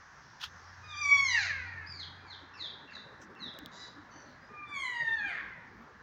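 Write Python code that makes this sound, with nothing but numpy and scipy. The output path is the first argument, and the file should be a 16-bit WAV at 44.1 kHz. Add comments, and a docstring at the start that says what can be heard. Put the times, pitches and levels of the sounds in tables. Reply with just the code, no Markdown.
"""In a concrete aviary fronted with wire mesh, a parrot gives two long falling cries that end harsh and low.
Between them come quick falling chirps, short pips and thin squeaks. Its voice is a vibrating membrane
that turns hoarse when its cycles grow uneven, and the hard walls echo every call.
Close by are a short scrape, a few ticks and taps and a faint rustle.
Behind it all are a steady wash of outdoor noise and a low hum that swells and fades."""
import sys
import numpy as np
from scipy import signal
from scipy.fft import rfft, irfft, next_fast_len
from scipy.io import wavfile
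from scipy.ndimage import map_coordinates

SR = 44100
rng = np.random.default_rng(int(sys.argv[2]) if len(sys.argv) > 2 else 0)


def log_audio(samples):
    """Write samples as a 16-bit WAV file to the path given in sys.argv[1]."""
    # one column per channel
    frames = np.atleast_2d(samples).T
    # limit to full scale, then quantise
    limited = np.clip(frames, -1, 1)
    pcm = np.round(limited * 32767).astype(np.int16)
    wavfile.write(sys.argv[1], SR, pcm)


N = 265482
TIME = np.arange(N) / SR
CUTOFF_HZ = 16300


def from_db(db):
    """Turn decibels into a number to multiply by."""
    return 10 ** (np.asarray(db) / 20)


def rms_one(x):
    """Scale a sound so that its average strength (rms) is 1."""
    return x / np.sqrt(np.mean(x ** 2) + 1e-20)


def in_time(rows, t=TIME):
    """Read each column of a table at times t; every row begins with its time."""
    times, *columns = np.transpose(rows)
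    return [np.interp(t, times, column) for column in columns]


def at_hz(rows, hz):
    """Read a table of frequencies and values at hz, with the octaves evenly spaced."""
    frequencies, values = np.transpose(rows)
    return np.interp(np.log(hz + 1e-9), np.log(frequencies), values)


def drift(rate, size):
    """A smooth random wobble, about 1 in size, that changes about rate times a second."""
    knots = rng.standard_normal(int(size / SR * rate) + 4)
    return map_coordinates(knots, [1 + np.arange(size) * rate / SR], order=3, mode="nearest")


def coloured(x, colour):
    """Give a sound a colour (a balance of low and high frequencies) and a strength of 1."""
    size = next_fast_len(len(x))
    hz = np.arange(size // 2 + 1) * SR / size
    return rms_one(irfft(rfft(x, size) * from_db(at_hz(colour, hz)), size)[:len(x)])


def resonance(x, hz, width):
    """Let a sound ring around one frequency; a narrower width in Hz rings longer."""
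    r = np.exp(-np.pi * width / SR)
    feedback = [1, -2 * r * np.cos(2 * np.pi * hz / SR), r * r]
    return signal.lfilter(np.array([1, 0, -1]) * (1 - r * r) / 2, feedback, x + 1e-18)


def during(start, end, attack, release):
    """The sample numbers of one sound, their times, and a gate that fades it in and out."""
    at = np.arange(int(start * SR), min(int(end * SR), N))
    t = at / SR
    ramp = np.clip(np.minimum((t - start) / attack, (end - t) / release), 0, 1)
    return at, t, np.sin(np.pi / 2 * ramp) ** 2


def air(levels, colour, lumpy_db, rate):
    """Noise whose neighbouring half-octaves swell separately, by about lumpy_db."""
    size = 2 * next_fast_len(N // 2 + 1)
    hz = np.fft.rfftfreq(size, 1 / SR)
    spectrum = rfft(rng.standard_normal(size)) * from_db(at_hz(colour, hz))
    group = np.floor(2 * np.log2(hz + 1)) % 4
    parts = [irfft(spectrum * (group == k))[:N] * from_db(lumpy_db * drift(rate, N)) for k in range(4)]
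    return from_db(in_time(levels)[0]) * rms_one(sum(parts))


def background():
    """The background: a wash of outdoor noise, a low rumble that swells in the middle of the scene, a deeper
    rumble, a hiss, and a thinner hiss that fades early."""
    # How loud each layer is. Each row: time in seconds, level in dB.
    wash = [(0, -57.5), (.7, -55), (3.8, -55), (6, -57.5)]
    rumble = [(0, -68.5), (1.1, -69.5), (1.6, -66.5), (2.4, -63.5), (3.4, -55), (4.1, -59.5), (6, -60)]
    deep = [(0, -68), (.6, -65.5), (1.5, -59), (2.8, -71.5), (4.2, -66), (6, -64)]
    hiss = [(0, -66.5), (.7, -63.5), (1.3, -65.5), (3.2, -68.5), (4.2, -66), (5, -70), (6, -67.5)]
    thin_hiss = [(0, -70), (.7, -66.5), (1.4, -73.5), (2.2, -87)]
    # The colour of each layer. Each row: frequency in Hz, gain in dB.
    wash_colour = [(210, -18), (350, -19.5), (676, -3.5), (775, 3), (1060, 5), (1160, 7), (1230, 3.5),
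                   (1730, 8.5), (2380, -10.5), (2700, -17), (3510, -29.5), (5940, -120)]
    rumble_colour = [(25, -40.5), (45, -20.5), (65, -10), (110, -4.5), (160, -2.5), (260, -1.5),
                     (400, -5.5), (650, -9), (900, -55)]
    deep_colour = [(20, -32.5), (40, -10.5), (62, 5.5), (100, 4), (150, 4.5), (250, -15.5), (500, -29.5),
                   (900, -49)]
    hiss_colour = [(2000, 7), (2800, 3.5), (4000, 3), (5500, 1), (6700, -5.5), (7800, -19), (9500, -48),
                   (14000, -34), (15500, -14.5), (16500, -32)]
    thin_colour = [(3000, -23), (4500, -3), (5600, 3), (6400, -0.5), (7200, -18), (8500, -35.5)]
    return (air(wash, wash_colour, lumpy_db=1.6, rate=16)
            + air(rumble, rumble_colour, lumpy_db=5, rate=29)
            + air(deep, deep_colour, lumpy_db=3.5, rate=7.8)
            + air(hiss, hiss_colour, lumpy_db=.7, rate=12)
            + air(thin_hiss, thin_colour, lumpy_db=2.2, rate=8.7))


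def rubbing(rubs, colour, rise_db_per_s, fall_db_per_s, grain_db=2, grains_per_s=900):
    """Many tiny uneven slips under short strokes, each stroke rising fast and dying away."""
    at, t, gate = during(rubs[0][0] - .02, rubs[-1][0] + .07, .002, .002)
    slips = rng.standard_normal(len(t)) * from_db(grain_db * drift(grains_per_s, len(t)))
    pressure = sum(from_db(db - np.maximum(rise_db_per_s * (peak - t), fall_db_per_s * (t - peak)))
                   for peak, db in rubs)
    out = np.zeros(N)
    out[at] = gate * pressure * coloured(slips, colour)
    return out


def scrape():
    """A few quick rubs close by run together into one short scrape."""
    # The strokes. Each row: time of the peak in seconds, level in dB.
    rubs = [(.405, -56), (.415, -44), (.428, -49), (.4395, -36)]
    # Their colour. Each row: frequency in Hz, gain in dB.
    colour = [(350, -56), (600, -34), (779, -31), (881, -8), (1230, -5), (1410, 1), (2240, -11.5),
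              (3250, 4.5), (3580, 0), (6460, -12), (7940, -31), (12000, -28.5), (16000, -31)]
    return rubbing(rubs, colour, rise_db_per_s=1800, fall_db_per_s=641)


def ticks(body_db=10, snap_db=6, decay_s=0.0009):
    """Dry contacts of about a millisecond: a damped knock with a bright snap on top."""
    # Each row: time in seconds, level in dB, brightness of the snap in dB.
    contacts = [(0.4135, -42, -29), (0.436, -26.5, -30), (3.351, -43, -28), (3.539, -35, -47),
                (3.5884, -25.5, -13), (3.6597, -24.5, -15)]
    # How the struck thing rings. Each row: frequency in Hz, width in Hz, gain in dB.
    rings = [(242, 110, -3.5), (1500, 1000, -33), (3330, 710, -8), (5740, 1700, -41)]
    knock, snap = np.zeros(N), np.zeros(N)
    for start, db, bright_db in contacts:
        at, t, gate = during(start, start + .02, .0002, .005)
        burst = from_db(db) * gate * np.exp(-(t - start) / decay_s) * rng.standard_normal(len(t))
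        knock[at] += burst
        snap[at] += burst * from_db(bright_db)
    knock = signal.sosfilt(signal.butter(2, 7000, fs=SR, output="sos"), knock + 1e-18)
    body = sum(from_db(db) * resonance(knock, hz, width) for hz, width, db in rings)
    snap = resonance(resonance(snap, 17000, 5300), 19000, 4600)
    return from_db(body_db) * body + from_db(snap_db) * snap


def taps(attack_s=0.0012, decay_s=0.0028):
    """Soft, dull contacts that each ring for a few cycles at one pitch."""
    # Each row: time in seconds, pitch in Hz, level in dB.
    contacts = [(0.436, 1150, -38), (2.9222, 1690, -34), (2.967, 1690, -35)]
    out = np.zeros(N)
    for start, hz, db in contacts:
        at, t, gate = during(start, start + .02, attack_s, .005)
        age = t - start
        out[at] += gate * from_db(db) * np.exp(-age / decay_s) * np.sin(2 * np.pi * hz * age)
    return out


def hum(hz=88.6, peak_s=1.66, peak_db=-50.5, rise_db_per_s=9.5, fall_db_per_s=17):
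    """A low, slightly wavering drone, like a far motor, that swells and fades."""
    at, t, gate = during(start=.45, end=3.28, attack=0.027, release=0.18)
    phase = 2 * np.pi * np.cumsum(hz * (1 + .03 * drift(14, len(t)))) / SR
    level = peak_db - np.maximum(rise_db_per_s * (peak_s - t), fall_db_per_s * (t - peak_s))
    out = np.zeros(N)
    out[at] = gate * from_db(level) * np.sqrt(2) * np.sin(phase)
    return out


def syrinx(pitch, rough, throat, count, fraying=0.54, jitter=0.027, shimmer=0.83):
    """The bird's voice membrane: the Hz, gains and waves of its harmonics (multiples of the pitch)."""
    size = len(pitch)
    # Roughness makes the cycles uneven in length (jitter), shape (fraying) and strength (shimmer).
    wobble = drift(900, size) + .5 * drift(160, size)
    phase = 2 * np.pi * np.cumsum(pitch * (1 + jitter * rough * wobble)) / SR
    harmonics = np.arange(1, count + 1)[:, None]
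    hz = harmonics * pitch
    # Each harmonic swells on its own as the head and beak move.
    wander_db = 1.5 * np.array([drift(17.05, size) for _ in harmonics])
    gain = from_db(at_hz(throat, hz) + wander_db) * (hz < CUTOFF_HZ)
    fray = fraying * harmonics * rough * np.array([drift(800, size) for _ in harmonics])
    strength = 1 + shimmer * rough * drift(400, size)
    return hz, gain, np.sqrt(2) * np.sin(harmonics * phase + fray) * strength


def rasp(wave, colour):
    """Rushing air, let through once in each cycle of the voice."""
    return coloured(rng.standard_normal(len(wave)) * (1 + wave), colour)


def cry(glide, effort, bands, breaks, throat, rasp_db, flutter_db=4, shiver_db=2.5):
    """A long falling cry: one harmonic after another slides through the main resonance near 2 kHz."""
    # The borders in Hz between five bands of the voice: chest, main, lower ring, upper ring, edge.
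    borders = [1330, 2620, 5100, 7450]
    # The colour of the rasp. Each row: frequency in Hz, gain in dB.
    rasp_colour = [(1000, -33), (2000, -4), (3300, -18.5), (4000, 13), (4700, 14), (5200, -12.5),
                   (6400, 3.5), (7900, -45.5), (12000, -57)]
    full_db, open_hz = -40, 1000   # the level and pitch that the bands are set against
    at, t, gate = during(glide[0][0], glide[-1][0], 0.028, 0.01)
    pitch, = in_time(glide, t)
    level, bright = in_time(effort, t)
    rough = 0.0051 + sum(harsh * np.exp(-(np.log2(pitch / hz) / octaves) ** 2)
                         for hz, octaves, harsh in breaks)
    chest, low_ring, high_ring, edge = [
        full_db + db + per_db * (level - full_db) + per_bright * bright
        + per_octave * np.log2(open_hz / pitch)
        for db, per_db, per_bright, per_octave in bands]
    unsteady = 1 + .004 * drift(30, len(t)) + .0013 * drift(140, len(t))   # a waver and a fast shiver
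    hz, gain, waves = syrinx(pitch * unsteady, rough, throat, count=22, fraying=.3, jitter=0.026)
    # The higher harmonics flutter in level, each on its own.
    flutter = np.array([flutter_db * drift(35, len(t)) + shiver_db * drift(140, len(t)) for _ in hz])
    waves = waves * from_db(flutter * np.clip(np.log2(hz / borders[0]) / 2, 0, 1))
    below = [0] + [1 / (1 + (hz / top) ** 40) for top in borders] + [1]
    out = np.zeros(N)
    # Each band is evened out, then follows the bird's effort.
    for k, db in enumerate([chest, level, low_ring, high_ring, edge]):
        part = gain * (below[k + 1] - below[k])
        evened = (part * waves).sum(0) / np.sqrt((part ** 2).sum(0) + 1e-9)
        out[at] += gate * from_db(db) * evened
    out[at] += gate * rough * from_db(level + bright + rasp_db) * rasp(waves[0], rasp_colour)
    return out


def two_cries():
    """The first and second cry: each holds a high note, then sinks and turns harsh."""
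    # The path of the pitch. Each row: time in seconds, pitch in Hz.
    glide_1 = [(.82, 1240), (.924, 1217), (.955, 1165), (.995, 1206), (1.048, 1151), (1.12, 1134),
               (1.206, 1117), (1.266, 1076), (1.3, 1010), (1.33, 960), (1.355, 936.6), (1.39, 836),
               (1.45, 699.8), (1.49, 628.6), (1.52, 555.4), (1.62, 495.7), (1.87, 416)]
    glide_2 = [(4.48, 1217), (4.6, 1200), (4.65, 1180), (4.735, 1172), (4.757, 1126), (4.8, 1075),
               (4.9, 980), (4.97, 947), (5.012, 940), (5.044, 912), (5.14, 905), (5.182, 874.4),
               (5.21, 828), (5.27, 793.6), (5.31, 699.4), (5.36, 579.8), (5.7, 431.6)]
    # The bird's effort. Each row: time in seconds, level of the main band in dB, brightness in dB.
    effort_1 = [(.82, -59.5, -2), (.96, -48, 0), (1.0, -43.5, 4), (1.041, -32, -2.5), (1.17, -30.5, -2.5),
                (1.27, -35, 1.5), (1.32, -36, 5), (1.39, -34.5, 0.5), (1.47, -43, 3.5), (1.52, -36.5, -4.5),
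                (1.619, -46.5, -4), (1.87, -50.5, -11.5)]
    effort_2 = [(4.48, -68.5, -25.5), (4.645, -51, -15), (4.69, -53, 5), (4.725, -48.5, 3), (4.76, -43, 1),
                (4.8, -40, 1.5), (4.97, -41, -1.5), (5.07, -35.5, -8), (5.21, -36.5, -9.5),
                (5.291, -43.5, 1.5), (5.37, -40.5, -10), (5.43, -49.5, -7.5), (5.7, -62, -15)]
    # How chest, lower ring, upper ring and edge follow the effort. Each row: offset in dB,
    # then dB added per dB of level, per dB of brightness and per octave that the pitch sinks.
    bands_1 = [(-10, 0.53, -0.5, -13), (-10.5, 0.8, 2, -1), (-16, 1.03, 1.5, -9), (-40, 1.1, 2, -24)]
    bands_2 = [(-10.5, 0.22, 0.074, -10.5), (-12.5, 0.98, 1.08, -4.5), (-26.5, 2.1, 2.04, 4),
               (-31, 2.4, 3.3, -7.5)]
    # Where the voice breaks. Each row: pitch in Hz, width in octaves, added roughness from 0 to 1.
    breaks_1 = [(998, 0.046, 0.14), (860, 0.089, 0.15), (684, 0.26, 0.4), (443, .2, 0.24)]
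    breaks_2 = [(1009.7, 0.045, 0.13), (607, 0.35, 0.68)]
    # The colour of throat and beak. Each row: frequency in Hz, gain in dB.
    throat_1 = [(450, -7), (1100, 3), (1400, -1), (1750, 12), (2300, 1), (2750, 0), (3100, -10.5),
                (3380, -4), (3560, -17), (4050, 1.5), (4480, -9), (4750, -2.5), (5100, -6.5), (5700, 0),
                (6100, 1.5), (6700, -6.5), (7800, -43.5), (10000, -66), (11600, -57), (12600, -88),
                (15000, -97)]
    throat_2 = [(450, -11.5), (1000, 1.5), (1400, -2.5), (1800, 15.5), (2400, 0), (2750, -8), (3200, -3),
                (3620, -3.5), (3900, -15), (4200, -6.5), (4550, -13), (5050, -41), (5400, -15),
                (5900, -28.5), (6600, -3.5), (7500, -37.5), (8500, -33), (10000, -58), (15000, -58)]
    return (cry(glide_1, effort_1, bands_1, breaks_1, throat_1, rasp_db=-4.5),
            cry(glide_2, effort_2, bands_2, breaks_2, throat_2, rasp_db=-20))


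def aviary(x, tail_db, build_up_s=0.0067):
    """Add first echoes from the near walls, then a smooth tail whose treble dies soonest."""
    # How long the tail lasts. Each row: frequency in Hz, seconds to fade by 60 dB.
    fade_times = [(200, 0.27), (1000, 0.56), (2000, 0.66), (4000, 0.64), (6000, 0.46), (9000, 0.16),
                  (15000, 0.19)]
    # The first echoes. Each row: delay in seconds, gain in dB.
    walls = [(.0063, -19.5), (0.0117, -13), (0.02, -11.5), (.046, -9.5)]
    t = TIME[:SR]
    edges = np.geomspace(150, 17000, 11)
    response = np.zeros(SR)
    for low, high in zip(edges, edges[1:]):
        band = signal.butter(2, [low, high], "band", fs=SR, output="sos")
        fade = from_db(-60 * t / at_hz(fade_times, np.sqrt(low * high)))
        response += signal.sosfilt(band, rng.standard_normal(SR)) * fade
    response *= from_db(tail_db) * (1 - np.exp(-t / build_up_s)) * np.sqrt(20 / SR)
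    response[0] += 1
    for delay, db in walls:
        response[int(delay * SR)] += from_db(db)
    return signal.fftconvolve(x, response)[:N]


def chirps(lead_db=-10, end_db=-7, flutter_db=3.5, rasp_db=3):
    """Thin falling whistles that start softly and peak at a bend in the pitch, near 2 kHz."""
    # Each row: start, bend and end in seconds, the pitch at each in Hz, level in dB, roughness 0 to 1.
    notes = [(0.866, 0.898, 0.97, 1930, 1848, 1540, -55.5, 0),
             (1.901, 2.002, 2.052, 2440, 2100, 1390, -49, 0.27),
             (2.25, 2.316, 2.356, 2450, 2022, 1440, -49.5, 0.14),
             (2.558, 2.609, 2.684, 2580, 2003, 1534, -46.5, 0.19),
             (2.886, 2.942, 2.995, 2760, 2037, 1750, -50, 0.2),
             (3.381, 3.416, 3.505, 2300, 2033, 1597, -49, 0.04)]
    # The colours of the throat and the rasp. Each row: frequency in Hz, gain in dB.
    throat = [(1500, -16.5), (2100, -10), (2650, -3), (3100, 1), (3700, 1.5), (4200, -0.5), (4700, -7.5),
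              (5300, -21), (5800, -26.5), (6200, -23.5), (6700, -20), (7200, -25.5), (7700, -35)]
    rasp_colour = [(1500, -13), (2600, 1.5), (3100, 11), (4500, 31), (5400, 8), (6600, 16.5), (7400, -3),
                   (8200, -10), (9200, -15.5), (11000, -27.5)]
    out = np.zeros(N)
    for start, bend, end, start_hz, bend_hz, end_hz, db, rough in notes:
        at, t, gate = during(start, end, 0.026, 0.012)
        pitch, = in_time([(start, start_hz), (bend, bend_hz), (end, end_hz)], t)
        swell, = in_time([(start, lead_db), (bend - .025, lead_db), (bend, 0), (end, end_db)], t)
        swell += flutter_db * drift(160, len(t))
        _, gain, waves = syrinx(pitch, rough, throat, count=3)
        breath = rough * from_db(rasp_db) * rasp(waves[0], rasp_colour)
        out[at] += gate * from_db(db + swell) * ((gain * waves).sum(0) + breath)
    return out


def flaring(x, width_hz=1000):
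    """A harmonic blooms for a moment, as when a glide passes a standing wave between the walls."""
    # Each row: time in seconds, half the length in seconds, frequency in Hz, boost in dB.
    flares = [(1.119, 0.028, 2280, 7.5), (1.15, 0.057, 1130, 6.5), (1.13, 0.049, 5630, 1),
              (1.18, 0.031, 3380, 6), (1.203, 0.011, 2240, 8), (1.369, 0.033, 1810, 7),
              (1.44, 0.01, 2270, 4), (1.47, 0.017, 1300, 5), (1.508, 0.014, 1750, 6),
              (1.73, .012, 2360, 3.5), (4.81, 0.047, 6440, 5), (5.013, 0.017, 1880, 8.5),
              (5.114, 0.035, 3660, 7.5), (5.19, 0.022, 3770, 7)]
    out = x.copy()
    for middle, half, hz, db in flares:
        at, t, _ = during(middle - 3 * half, middle + 3 * half, half, half)
        band = signal.butter(2, [hz - width_hz / 2, hz + width_hz / 2], "band", fs=SR, output="sos")
        lift = from_db(db * np.exp(-((t - middle) / half) ** 4))
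        out[at] += (lift - 1) * signal.sosfiltfilt(band, x[at])
    return out


def squeaks(beak_db=11, beak_width_hz=550):
    """Thin, hoarse, slightly arched notes; the beak lifts one region of their upper harmonics."""
    # Each row: start and end in seconds, the pitch at each in Hz, arch as a share of the pitch,
    # beak resonance in Hz, level in dB, roughness from 0 to 1.
    notes = [(1.861, 1.912, 2250, 2408, 0.11, 4496, -51, 0.22),
             (1.893, 1.979, 2452, 2200, 0.0074, 5000, -51, 0.12),
             (3.712, 3.893, 931.5, 961, 0.043, 6730, -57.5, 0.36),
             (4.103, 4.236, 1496, 1467, 0.018, 6000, -59.5, 0.33),
             (4.247, 4.345, 1453, 1384, 0.015, 4450, -71, 0.6),
             (4.4, 4.486, 2430, 2510, 0.004, 5200, -78, 0.1)]
    # The colour of the throat. Each row: frequency in Hz, gain in dB.
    throat = [(1000, -5), (2000, -8), (3000, -17), (3900, 1), (4550, -11), (4950, -4), (5900, -14),
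              (6900, -21), (7700, -50), (12000, -56)]
    out = np.zeros(N)
    for start, end, start_hz, end_hz, arch, beak_hz, db, rough in notes:
        at, t, gate = during(start, end, 0.0039, .01)
        effort = np.sin(np.linspace(0, np.pi, len(t)))   # lifts pitch and level together
        pitch = np.linspace(start_hz, end_hz, len(t)) * (1 + arch * effort)
        hz, gain, waves = syrinx(pitch, rough, throat, count=9)
        beak = from_db(beak_db / (1 + ((hz - beak_hz) / beak_width_hz) ** 2))
        out[at] += gate * np.sqrt(np.abs(effort)) * from_db(db) * (gain * beak * waves).sum(0)
    return out


def pips(rough=.35, arch=.05, fall=.1):
    """Brief hoarse notes that lead into chirps; the pitch arches and falls by a small share."""
    # Each row: start and end in seconds, pitch in Hz, level in dB, gain of the octave above in dB.
    notes = [(2.188, 2.292, 2350, -69, -9), (2.535, 2.574, 2624, -56, -6), (2.872, 2.914, 2675, -57.5, -24),
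             (3.353, 3.391, 2630, -60.5, -18)]
    out = np.zeros(N)
    for start, end, hz, db, octave_db in notes:
        at, t, gate = during(start, end, 0.0073, 0.016)
        along = np.linspace(0, 1, len(t))
        bend = arch * np.sin(np.pi * along) - fall * along ** 2
        _, gain, waves = syrinx(hz * (1 + bend), rough, [(hz, 0), (2 * hz, octave_db)], count=2)
        out[at] += gate * from_db(db) * (gain * waves).sum(0)
    return out


def rustle():
    """Two light rubs make a faint, high rustle."""
    # The strokes. Each row: time of the peak in seconds, level in dB.
    rubs = [(3.218, -56.5), (3.236, -66)]
    # Their colour. Each row: frequency in Hz, gain in dB.
    colour = [(2500, -6), (4500, -14), (5900, 6), (6700, -5), (7900, -10), (9000, -38), (12000, -29),
              (16000, -24)]
    return rubbing(rubs, colour, rise_db_per_s=1400, fall_db_per_s=700)


def scene():
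    """The bird with its echoes, the small noises near by and the background, in one channel."""
    first, second = two_cries()
    cries = flaring(aviary(first, tail_db=-4) + aviary(second, tail_db=-0.5))
    short_calls = aviary(chirps() + pips(), tail_db=1) + aviary(squeaks(), tail_db=-2.5)
    return (cries + short_calls + scrape() + rustle() + background() + ticks() + taps() + hum())[None]


def record(dry):
    """Cut off the very highest treble steeply."""
    return signal.sosfilt(signal.ellip(10, .2, 80, CUTOFF_HZ, fs=SR, output="sos"), dry)


dry = scene()
out = record(dry)
log_audio(out)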